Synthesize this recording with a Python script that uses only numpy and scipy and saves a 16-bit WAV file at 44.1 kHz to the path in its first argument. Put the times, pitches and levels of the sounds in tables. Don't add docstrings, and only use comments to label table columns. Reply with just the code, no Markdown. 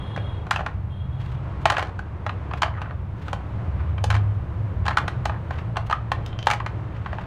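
import sys
import numpy as np
from scipy import signal
from scipy.fft import rfft, irfft, next_fast_len
from scipy.io import wavfile
from scipy.ndimage import uniform_filter1d

SR = 44100
rng = np.random.default_rng(int(sys.argv[2]) if len(sys.argv) > 2 else 0)


def wav_out(sig):
    wavfile.write(sys.argv[1], SR, np.round(np.clip(np.atleast_2d(sig).T, -1, 1) * 32767).astype(np.int16))


N = 320166


def amp(db):
    return 10 ** (np.asarray(db) / 20)


def unit_rms(x):
    return x / np.sqrt(np.mean(x ** 2) + 1e-20)


def curve_at(points, hz):
    f, value = np.transpose(points)
    return np.interp(np.log(hz + 1), np.log(f), value)


def add(mix, start_s, sound):
    at = round(start_s * SR)
    sound = sound[max(-at, 0):]
    part = mix[max(at, 0):][:len(sound)]
    part += sound[:len(part)]


def colour(x, shape, size=2048):
    log_gain = np.log(amp(curve_at(shape, abs(np.fft.fftfreq(size, 1 / SR)))))
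    taps = np.fft.ifft(np.exp(np.conj(signal.hilbert(log_gain)))).real
    return signal.fftconvolve(x, taps[:size // 2])[:len(x)]


def noise(shape, count):
    gain = amp(curve_at(shape, np.fft.rfftfreq(count, 1 / SR)))
    return unit_rms(irfft(rfft(rng.standard_normal(count)) * gain, count))


def drift(rate_hz, count):
    size = next_fast_len(count + SR)
    lowpass = np.exp(-(np.fft.rfftfreq(size, 1 / SR) / rate_hz) ** 2)
    return unit_rms(irfft(rfft(rng.standard_normal(size)) * lowpass, size))[:count]


def unit_hit(t, sound, head=400):
    return sound / np.sqrt(np.mean(sound[:head] ** 2)) * (1 - (t / t[-1]) ** 4)


# f/Hz, density/dB
RUMBLE_SHAPE = [(15, -24.5), (25, -2.5), (33, -19), (43, -26.5), (60, 5), (75, 4.5), (100, 5), (130, 0.5),
                (150, -6), (185, -7), (240, -23), (400, -70.5)]
# t/s, level/dB
RUMBLE_LEVELS = [(0, -29.5), (1.2, -30), (1.9, -32), (3.3, -29), (3.9, -27), (5.601, -27.5), (6.1, -31.5),
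                 (7.26, -29.5)]
# f/Hz, density/dB
WASH_SHAPE = [(120, -6), (230, -2.5), (300, 3), (420, -2), (620, -2), (800, -4.5), (1050, -3.5), (1400, -9),
              (2000, -15), (3200, -24), (5000, -37), (9000, -46.5), (10800, -60), (16000, -65.5)]
# start/s, end/s, first f/Hz, last f/Hz, level/dB
ENGINE_NOTES = [(.85, 1.83, 130, 131.2, -33), (3.652, 4.35, 75.73, 78.5, -26.5),
                (3.852, 4.464, 100.3, 102.9, -23), (4.501, 5.186, 101, 98.2, -27),
                (5.0, 7.592, 115.9, 109.1, -34)]


def traffic(waver_hz=1.6, throb_db=-2.0, wash_db=-43, swell_db=1.73):
    out = noise(RUMBLE_SHAPE, N) * amp(np.interp(np.arange(N) / SR, *np.transpose(RUMBLE_LEVELS)))
    for start_s, end_s, first_hz, last_hz, level_db in ENGINE_NOTES:
        count = int((end_s - start_s) * SR)
        hz = np.linspace(first_hz, last_hz, count) + waver_hz * drift(7.2, count)
        note = np.sqrt(2) * np.sin(2 * np.pi * np.cumsum(hz) / SR)
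        gain = amp(level_db + throb_db * drift(2.6, count))
        add(out, start_s, note * gain * signal.windows.tukey(count, .6))
    return out + noise(WASH_SHAPE, N) * amp(wash_db + swell_db * drift(2.7, N))


# f/Hz, width/Hz, level/dB
SQUEAL_LINES = [(2850, 59, -8), (3290, 59, 3), (3350, 250, -5.5), (3720, 45, -9), (4100, 110, -14),
                (9200, 300, -23.5)]
# t/s, length/s, level/dB, shift/Hz, glide/(Hz/s)
SQUEAL_SPELLS = [(-.25, 0.72, -48.5, 11, -10.5), (.895, 0.2, -56, -90, 599), (1.08, 0.38, -61.5, 19.5, 4),
                 (6.221, 0.28, -61, -130, -2)]


def squeal(length_s, level_db, shift_hz, glide_hz_per_s, flutter_db=1, rise_s=0.013):
    count = int(length_s * SR)
    t = np.arange(count) / SR
    lines = 0
    for hz, width_hz, db in SQUEAL_LINES:
        carrier = np.exp(2j * np.pi * ((hz + shift_hz) * t + glide_hz_per_s * t ** 2 / 2))
        fuzz = drift(width_hz, count) + 1j * drift(width_hz, count)
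        lines = lines + amp(db) * (carrier * fuzz).real
    envelope = (1 - np.exp(-t / rise_s)) * (1 - (t / length_s) ** 4)
    return amp(level_db + flutter_db * drift(30, count)) * unit_rms(lines) * envelope


# f/Hz, t60/s
ROOM_DECAY = [(300, 0.43), (1000, 0.26), (3000, 0.23), (7000, 0.16), (14000, 0.14)]


def room(x, wet_db, onset_s=0.0055, size=16384):
    taps = rng.standard_normal(size) * (1 - np.exp(-np.arange(size) / SR / onset_s))
    hz, t, bands = signal.stft(taps, SR, nperseg=256)
    decay = amp(-60 * t / curve_at(ROOM_DECAY, hz)[:, None])
    tail = signal.istft(bands * decay, SR, nperseg=256)[1]
    response = amp(wet_db) * tail / np.linalg.norm(tail)
    response[0] += 1
    return signal.fftconvolve(x, response)


# f/Hz, density/dB
CLICK_SHAPE = [(800, 3), (2400, -1), (3100, -2), (4000, -3), (6000, -10), (9000, -26), (13000, -32),
               (16000, -38)]
# t/s, level/dB, tick/dB
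FLOOR_BOUNCES = [(6.2624, -40, 10), (6.329, -41, -28), (6.3898, -34, -4), (6.428, -36, -3), (6.46, -44, 11)]


def bounce(level_db, tick_db, click_t60_s=0.019, ping_hz=3100, ping_db=-3, ping_t60_s=0.022):
    t = np.arange(SR // 20) / SR
    burst = rng.standard_normal(len(t)) * amp(-60 * t / click_t60_s)
    click = unit_hit(t, colour(burst, CLICK_SHAPE))
    ping = unit_hit(t, np.sin(2 * np.pi * ping_hz * t) * amp(-60 * t / ping_t60_s))
    hit = unit_hit(t, click + amp(ping_db) * ping)
    return amp(level_db) * colour(hit, [(3500, 0), (10000, tick_db)])


# f/Hz, density/dB
CLATTER_SHAPE = [(150, -28.5), (300, -24.5), (500, -11.5), (800, -0.5), (1300, 2.5), (2200, -4), (2900, -5),
                 (3700, -11), (5200, -20), (6800, -25), (9500, -33), (12000, -42.5), (16000, -48.5)]
# t/s, length/s, level/dB, brightness/dB
PUCK_SLIDES = [(1.155, 0.23, -51.5, 2), (1.596, 0.062, -56.5, 9), (2.545, 0.065, -48, 2),
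               (2.688, 0.24, -46.5, -28), (3.138, 0.24, -54.5, 4), (3.717, 0.25, -50, -20),
               (5.489, .15, -46, -7), (5.848, 0.057, -53.5, 12), (6.722, 1, -50, -8)]


def slide(length_s, level_db, bright_db, grain_db=4.5):
    count = int(length_s * SR)
    slips = rng.standard_normal(count) * amp(grain_db * drift(60, count))
    wood = colour(slips, CLATTER_SHAPE)
    swish = colour(wood, [(1500, 0), (10000, bright_db), (13000, bright_db + 8.5)])
    return amp(level_db) * unit_rms(swish * signal.windows.tukey(count, .7))


# t/s, length/s, level/dB, hardness/dB
PUCK_WOBBLES = [(0.53, 0.085, -33.5, 1), (1.724, 0.1, -30, -2), (1.804, .09, -36.5, 0),
                (2.644, .04, -28.5, -12), (2.738, 0.19, -40, -14), (4.11, .055, -26, 5),
                (4.892, 0.043, -31.5, -2), (4.999, 0.059, -42, -9), (5.319, 0.051, -38, -19),
                (6.484, 0.064, -28.5, -3)]


def wobble(length_s, level_db, hard_db, first_hz=70, last_hz=130, thud_db=4, fade_db=8, uneven_db=2,
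           low_hz=650, high_hz=2200):
    out = np.zeros(int(length_s * SR) + SR // 8)
    tap_s = 0
    while tap_s < length_s:
        progress = tap_s / length_s
        tap_db = level_db - fade_db * progress + uneven_db * rng.uniform(-1.1, 1)
        spot_hz = low_hz * (high_hz / low_hz) ** rng.random()
        add(out, tap_s, knock(tap_db, thud_db, hard_db, spot_hz))
        rate_hz = first_hz + (last_hz - first_hz) * progress
        tap_s += rng.uniform(.6, 1.4) / rate_hz
    return out


# f/Hz, level/dB, t60/s
BOARD_MODES = [(411, -15, 0.059), (609, -5, 0.055), (725, 1.5, 0.05), (833, 2.5, 0.082), (942, -6, 0.06),
               (1058, 2, 0.1), (1184, -1.5, 0.094), (1262, 1, .053), (1503, -2, 0.066), (1656, -3, 0.083),
               (1822, -5, 0.06), (1900, -8, 0.078), (2244, -15, 0.039), (2407, -15, 0.13),
               (2740, -20.5, .044), (2833, -10.5, 0.023), (3140, -7.5, 0.029), (3505, -17.5, 0.035),
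               (4040, -14.5, 0.031), (4440, -14, 0.025), (5270, -24.5, 0.018), (6044, -16.5, 0.017),
               (6780, -19, 0.015)]


def board_ring(t, rise_s=0.0017, leak_s=0.0037, kept=0.16):
    hz, db, t60_s = np.transpose(BOARD_MODES)[:, :, None]
    modes = amp(db - 60 * t / t60_s) * np.sin(2 * np.pi * (hz * t + rng.random(hz.shape)))
    envelope = (1 - np.exp(-(t / rise_s) ** 2)) * (kept + np.exp(-t / leak_s))
    return unit_hit(t, modes.sum(0) * envelope)


def clatter(t, rise_s=0.00072, t60_s=0.025, chatter_db=-23, chatter_t60_s=0.18):
    decay = amp(-60 * t / t60_s) + amp(chatter_db - 60 * t / chatter_t60_s)
    burst = rng.standard_normal(len(t)) * decay * (1 - np.exp(-t / rise_s))
    return unit_hit(t, colour(burst, CLATTER_SHAPE))


# t/s, level/dB, thud/dB, hardness/dB, struck spot's f/Hz
PUCK_KNOCKS = [(0.162, -31.5, -6, 0.0, 1580), (0.1752, -33.0, 16, -4.5, 2420),
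               (0.467, -39.5, 19, 1, 1400.0), (0.509, -16, -2, 6.5, 1370.0), (0.5594, -22, -8, 3, 2790),
               (0.592, -29, 0, -8, 630.0), (0.606, -29.5, 12.5, -10, 780.0), (0.6621, -24, 0, -4, 1350),
               (1.655, -11.5, 5.5, 0.5, 633), (1.6999, -15.5, -8, 7.0, 1360), (1.7205, -26, 7, 3, 620.0),
               (1.767, -21.5, 0, -4.5, 2790.0), (1.781, -23.5, 12, 8.0, 1350), (1.793, -22.5, -7, 1, 736),
               (1.825, -28.0, 19, 6, 1700), (1.9907, -30.5, 10, 4, 1510), (2.2638, -24.5, 4.5, -3.5, 632),
               (2.2929, -26.0, -9, -5.5, 690.0), (2.511, -30, -6, -17, 4700.0),
               (2.535, -29, 13, -1.0, 2600), (2.6192, -17, -15, 6, 4830), (2.6307, -16, -3, -1, 640),
               (2.816, -30.5, 1.0, 0.5, 2700), (2.908, -36, 9, -17, 3900), (3.2813, -32.5, 8.0, 1, 1370.0),
               (3.3297, -26.5, 17.5, 9, 1054), (3.98, -34, 6, -7, 2200), (4.0399, -27, 17.5, 20.0, 880.0),
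               (4.102, -23, -4.5, 10.5, 2170), (4.1483, -26.5, -6, -4, 2250), (4.854, -31.5, 6.0, 4, 865),
               (4.8635, -26, 1, 4.5, 1610), (4.8804, -19, 0, 2.5, 4060.0), (4.9083, -25, -7, -4.5, 610),
               (4.9707, -13, -15.5, 4, 1370.0), (4.9827, -21.5, -14, 3, 1160.0), (5.079, -24, 0, 5.5, 1390),
               (5.254, -23, 10.5, 8, 900.0), (5.2952, -26.0, 12, -8, 870), (5.5066, -30.0, 9, -3, 1030),
               (5.758, -31, -8, -20, 3440.0), (5.7681, -22.5, 11, -0.5, 670.0), (5.898, -25, 0, 0.5, 890),
               (5.91, -23, 7, 2.5, 960), (5.9257, -16, -14, -5.5, 1220), (6.117, -19, 6.5, 4.5, 1030),
               (6.469, -13.5, 12.5, 7.5, 917), (6.5012, -21.5, 0, 9.5, 2080.0),
               (6.5109, -21.0, 2, 11.5, 2400), (6.534, -26, 4, 10, 895), (6.6005, -25.5, -11, -9, 1140),
               (6.662, -26.5, 7.5, 2, 2250), (7.0597, -28.5, -4.0, -15, 3900), (7.129, -30, 4, -11, 630),
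               (7.1835, -29.5, -1, -12, 870)]


def knock(level_db, thud_db, hard_db, spot_hz, clatter_db=-4, spot_q=7, spot_gain=1.3,
          echo_cycles=2.5, echo_gain=0.19, crack_share=0.42):
    t = np.arange(SR // 8) / SR
    wood = board_ring(t) + amp(clatter_db) * clatter(t)
    wood = wood + spot_gain * signal.lfilter(*signal.iirpeak(spot_hz, spot_q, SR), wood)
    echo = np.interp(t - echo_cycles / spot_hz, t, wood, left=0)
    wood = unit_hit(t, wood - echo_gain * uniform_filter1d(echo, size=5))
    contact = [(150, -0.5), (350, thud_db), (520, thud_db), (950, -0.42), (1600, 0.6),
               (3000, crack_share * hard_db), (7000, hard_db), (16000, hard_db + 1.0)]
    return amp(level_db) * colour(wood, contact)


def scene(board_wet_db=-12, floor_wet_db=-7):
    mix = traffic()
    for start_s, *row in PUCK_KNOCKS:
        add(mix, start_s, room(knock(*row), board_wet_db))
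    for start_s, *row in PUCK_SLIDES:
        add(mix, start_s, room(slide(*row), board_wet_db))
    for start_s, *row in FLOOR_BOUNCES:
        add(mix, start_s, room(bounce(*row), floor_wet_db))
    for start_s, *row in SQUEAL_SPELLS:
        add(mix, start_s, squeal(*row))
    for start_s, *row in PUCK_WOBBLES:
        add(mix, start_s, room(wobble(*row), board_wet_db))
    return mix[None]


def record(dry):
    ceiling, edge_hz = 0.9, 15850
    rounded = dry / (1 + (dry / ceiling) ** 6) ** (1 / 6)
    lowpass = signal.firwin(511, edge_hz, window=("kaiser", 9), fs=SR)
    return signal.oaconvolve(rounded, lowpass[None], "same")


dry = scene()
out = record(dry)
wav_out(out)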